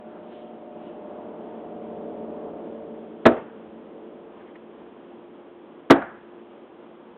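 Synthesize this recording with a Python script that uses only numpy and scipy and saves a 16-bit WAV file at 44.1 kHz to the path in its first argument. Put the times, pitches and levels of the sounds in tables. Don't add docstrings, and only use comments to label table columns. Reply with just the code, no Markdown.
import sys
import numpy as np
from scipy import signal
from scipy.fft import rfft, irfft
from scipy.io import wavfile

SR = 44100
rng = np.random.default_rng(int(sys.argv[2]) if len(sys.argv) > 2 else 0)


def master(y):
    cut = np.clip(np.atleast_2d(y).T, -1, 1)
    pcm = np.round(cut * 32767)
    wavfile.write(sys.argv[1], SR, pcm.astype(np.int16))


N = 316365
T = np.arange(N) / SR

# f/Hz, relative spectral level/dB
AIR_SPECTRUM = [(25, -37), (45, -25.5), (80, -16.5), (135, -16), (175, -7.5), (230, 1.5), (340, 1.5),
                (480, -0.5), (700, -5.5), (1000, -8.5), (1400, -15.5), (2100, -22.5), (3300, -23.5),
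                (4200, -37), (6000, -58.5)]
# t/s, level/dB, duration/s, centre f/Hz
RUSTLE_EVENTS = [(0.152, -56, 0.16, 1350), (0.331, -46.5, 0.017, 1100), (0.36, -61, 0.23, 3100),
                 (0.855, -62.5, .14, 2900), (4.415, -55, 0.03, 1740), (4.48, -58, 0.036, 1896),
                 (4.56, -50, 0.014, 1880)]
# f/centre f, relative spectral level/dB
RUSTLE_SPECTRUM = np.array([(.25, -16), (.75, -6), (1, 0), (1.3, -9), (2, -24)])
# f/Hz, relative spectral level/dB
TYRE_SPECTRUM = [(30, -26.5), (80, -12), (145, -12.5), (210, 4.5), (400, 2), (620, 0.5), (850, -9.5),
                 (1200, -20), (1800, -35.5), (3000, -47.5)]
# t/s, half-width/s, gain/dB
TREBLE_SWELLS = [(1.25, 0.31, 4), (2.478, 0.35, 6)]
# f/cycle rate, level approaching/dB, level receding/dB
ENGINE_ORDERS = [(4.5, -56, -57), (5, -59, -59), (6, -44, -45), (8, -52, -51), (8.5, -54, -47),
                 (9, -50, -62), (11, -48, -45), (12, -47.5, -40.5), (15, -50, -48), (16, -41.5, -49),
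                 (17.5, -66, -60), (19, -47, -54), (20, -62, -63), (24, -56, -63)]
# f/Hz, relative spectral level for a board hit/dB, for a wall hit/dB, T60/s
YARD_TAIL = [(39.8, -26.5, -19.5, .35), (130, -10.5, -12.5, 0.54), (320, -1, 5, 0.36), (450, 10, -5, 0.35),
             (675, 4, 8.5, 0.32), (1000, -14, -10.5, 0.54), (1623, -20.5, -10.5, 0.65),
             (2217, -28, -21.5, 0.53), (3160, -29.5, -31, 0.46), (4180, -35, -35.5, .25)]
# delay/s, gain/dB, lower f/Hz, upper f/Hz
YARD_ECHOES = [(0.016, -24, 198, 2400), (.049, -19.5, 250, 2000), (.072, -29, 280, 1500),
               (.112, -23.5, 800, 1900)]
# f/Hz, relative spectral level/dB, T60/s
CRACK_BANDS = [(25, -23, .08), (110, -8.5, 0.099), (217, 1, 0.14), (600, 2.5, 0.063), (1300, 10, 0.11),
               (2100, 7.5, 0.071), (2900, -5, 0.092), (3850, 4.5, 0.056)]
# f/Hz, T60 before extra damping/s, level for a board hit/dB, for a wall hit/dB
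WALL_MODES = [(40, .12, -24, -26), (88, .09, -20, -21), (124, .085, -14, -11), (162, .07, -17, -23),
              (238, .15, -2, -6), (279, .14, -10, 2), (338, .15, -5, -1), (359, .08, -18, -7),
              (404, .1, -7, -2), (436, .16, -8, -18), (460, .09, -13, -6), (510, .095, -5, -4),
              (556, .09, -6, -7), (613, .08, -1, -4), (658, .11, -1, -3), (695, .06, -10, -2),
              (772, .09, -6, -11), (863, .08, -12, -11), (924, .085, -10, -6), (995, .07, -22, -6),
              (1050, .07, -14, -14), (1160, .075, -14, -8), (1298, .06, -8, -2), (1384, .06, -18, -13),
              (1503, .06, -6, -14), (1546, .07, -17, -6), (1700, .06, -9, -13), (1936, .045, -11, -13),
              (2180, .04, -13, -8), (2540, .04, -21, -15)]
# t/s, blow gain/dB, place (0 board, 1 wall), crack gain/dB, bite/full drive, rise time/s,
# relative tail level/dB
DART_HITS = [(3.254, 0, 0.039, 0, 0.4, 0.011, -24), (5.8992, 0, 1, 5, 0.16, 0.0071, -26.5)]
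# f/Hz, gain/dB
MIC_RESPONSE = [(3300, 0), (3600, -2), (4000, -8), (4400, -19), (5000, -60), (6000, -76.5)]

NEAREST_S, PASS_S = 2.23, 0.79


def amp(db):
    return 10 ** (np.asarray(db) / 20)


def curve_at(points, hz):
    f, value = np.transpose(points)
    return np.interp(np.log(hz + 1), np.log(f + 1), value)


def add(mix, s, sound):
    part = mix[round(s * SR):][:len(sound)]
    part += sound[:len(part)]


def noise(spectrum, size=N):
    gain = amp(curve_at(spectrum, np.fft.rfftfreq(size, 1 / SR)))
    shaped = irfft(rfft(rng.standard_normal(size)) * gain, size)
    return shaped / np.sqrt(np.mean(shaped ** 2) + 1e-20)


def decaying_noise(hz, db, t60):
    f, t, bands = signal.stft(noise(np.transpose([hz, db]), size=SR), SR, nperseg=512)
    decay = amp(-60 * t / curve_at(np.transpose([hz, t60]), f)[:, None])
    return signal.istft(bands * decay, SR, nperseg=512)[1][:SR]


def rise(seconds, start=0, steepness=2):
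    return 1 - (1 - start) * np.exp(-(T[:SR] / seconds) ** steepness)


def fading(rate_hz, depth):
    knots = np.arange(0, T[-1] + 1, 1 / 50)
    scatter = rng.standard_normal(len(knots)) + 1j * rng.standard_normal(len(knots))
    rolloff = 1 + (np.fft.fftfreq(len(knots), knots[1]) / rate_hz) ** 2
    drift = np.fft.ifft(np.fft.fft(scatter) / rolloff)
    return np.interp(T, knots, 1 + depth * drift / np.std(drift)) / np.sqrt(1 + depth ** 2)


def tone(cycles, gain):
    return np.sqrt(2) * (gain * np.exp(2j * np.pi * cycles)).real


def air(level_db=-47.5):
    return amp(level_db) * noise(AIR_SPECTRUM) * abs(fading(rate_hz=3.2, depth=0.12))


def hum(hz=349.9, level_db=-51.5):
    return amp(level_db) * tone(hz * T, fading(rate_hz=2, depth=0.25))


def rustles():
    return sum(amp(db) * np.exp(-(2 * (T - s) / duration) ** 2) * noise(RUSTLE_SPECTRUM * [hz, 1])
               for s, db, duration, hz in RUSTLE_EVENTS)


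def receding():
    along = (T - NEAREST_S) / PASS_S
    return (1 + along / np.hypot(1, along)) / 2


def path_gain_db(hz, hidden_s=3.24, gap_s=4.07):
    spreading_db = -10 * np.log10(1 + ((T - NEAREST_S) / PASS_S) ** 2)
    hidden = (1 + np.tanh((T - hidden_s) / 0.23)) / 2
    gap = 0.84 * np.exp(-((T - gap_s) / 0.56) ** 2)
    shadow_db = -9 - 6.5 * np.log2(hz / 400)
    return spreading_db + hidden * (1 - gap) * shadow_db


def tyres(level_db=-40.5, crossover_hz=750):
    roar = noise(TYRE_SPECTRUM)
    bass = irfft(rfft(roar) / (1 + (np.fft.rfftfreq(N, 1 / SR) / crossover_hz) ** 6), N)
    bass_db = path_gain_db(crossover_hz / 2)
    directivity_db = 5.5 - 8 * receding()
    swells_db = sum(db * np.exp(-((T - s) / width) ** 2) for s, width, db in TREBLE_SWELLS)
    treble_db = directivity_db + swells_db + 0.79 * path_gain_db(2 * crossover_hz)
    return amp(level_db) * (amp(bass_db) * bass + amp(treble_db) * (roar - bass))


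def engine(cycle_hz=37.98, sag_hz_per_s=0.172):
    cycles = np.cumsum(cycle_hz - sag_hz_per_s * T) / SR
    out, aspect = np.zeros(N), receding()
    for order, approach_db, recede_db in ENGINE_ORDERS:
        level_db = approach_db + aspect * (recede_db - approach_db) + path_gain_db(order * cycle_hz)
        out += amp(level_db) * tone(order * cycles + rng.random(), fading(rate_hz=3.5, depth=0.28))
    return out


def yard(direct, place, tail_db, tail_gain_db=11.5, smear_s=0.0055):
    hz, board_db, wall_db, t60 = np.transpose(YARD_TAIL)
    tail = decaying_noise(hz, board_db + place * (wall_db - board_db), t60) * rise(0.026)
    out = direct + amp(tail_db + tail_gain_db) * tail
    for delay, db, low_hz, high_hz in YARD_ECHOES:
        echo = signal.lfilter(*signal.butter(2, [low_hz, high_hz], "bandpass", fs=SR), direct)
        smear = rng.standard_normal(SR // 20) * np.exp(-T[:SR // 20] / smear_s)
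        add(out, delay, amp(db) * signal.fftconvolve(echo, smear / np.linalg.norm(smear)))
    return out


def knock(place, crack_db, bite, rise_s, extra_damping=1.04):
    t, ring = T[:SR], np.zeros(SR)
    for k, (hz, t60, board_db, wall_db) in enumerate(WALL_MODES):
        level_db = board_db + place * (wall_db - board_db) - 60 * extra_damping * t / t60
        ring += (-1) ** k * amp(level_db) * np.sin(2 * np.pi * hz * t)
    crack = amp(crack_db) * decaying_noise(*np.transpose(CRACK_BANDS))
    drive = rise(0.0015) * rise(rise_s, start=bite, steepness=6)
    return (ring + crack) * drive


def darts():
    out = np.zeros(N)
    for s, blow_db, place, crack_db, bite, rise_s, tail_db in DART_HITS:
        direct = amp(blow_db) * knock(place, crack_db, bite, rise_s)
        add(out, s, yard(direct, place, tail_db))
    return out


def scene():
    return (air() + hum() + rustles() + tyres() + engine() + darts())[None]


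def record(dry, ceiling=0.71, hiss_db=-102, cutoff_hz=16400):
    response = amp(curve_at(MIC_RESPONSE, np.fft.rfftfreq(N, 1 / SR)))
    narrow = irfft(rfft(dry) * response, N)
    clipped = np.clip(narrow, -ceiling, ceiling)
    hiss = amp(hiss_db) * rng.standard_normal(N)
    lowpass = signal.firwin(255, cutoff_hz, window=("kaiser", 9), fs=SR)
    return signal.oaconvolve(clipped + hiss, lowpass[None], "same")


dry = scene()
out = record(dry)
master(out)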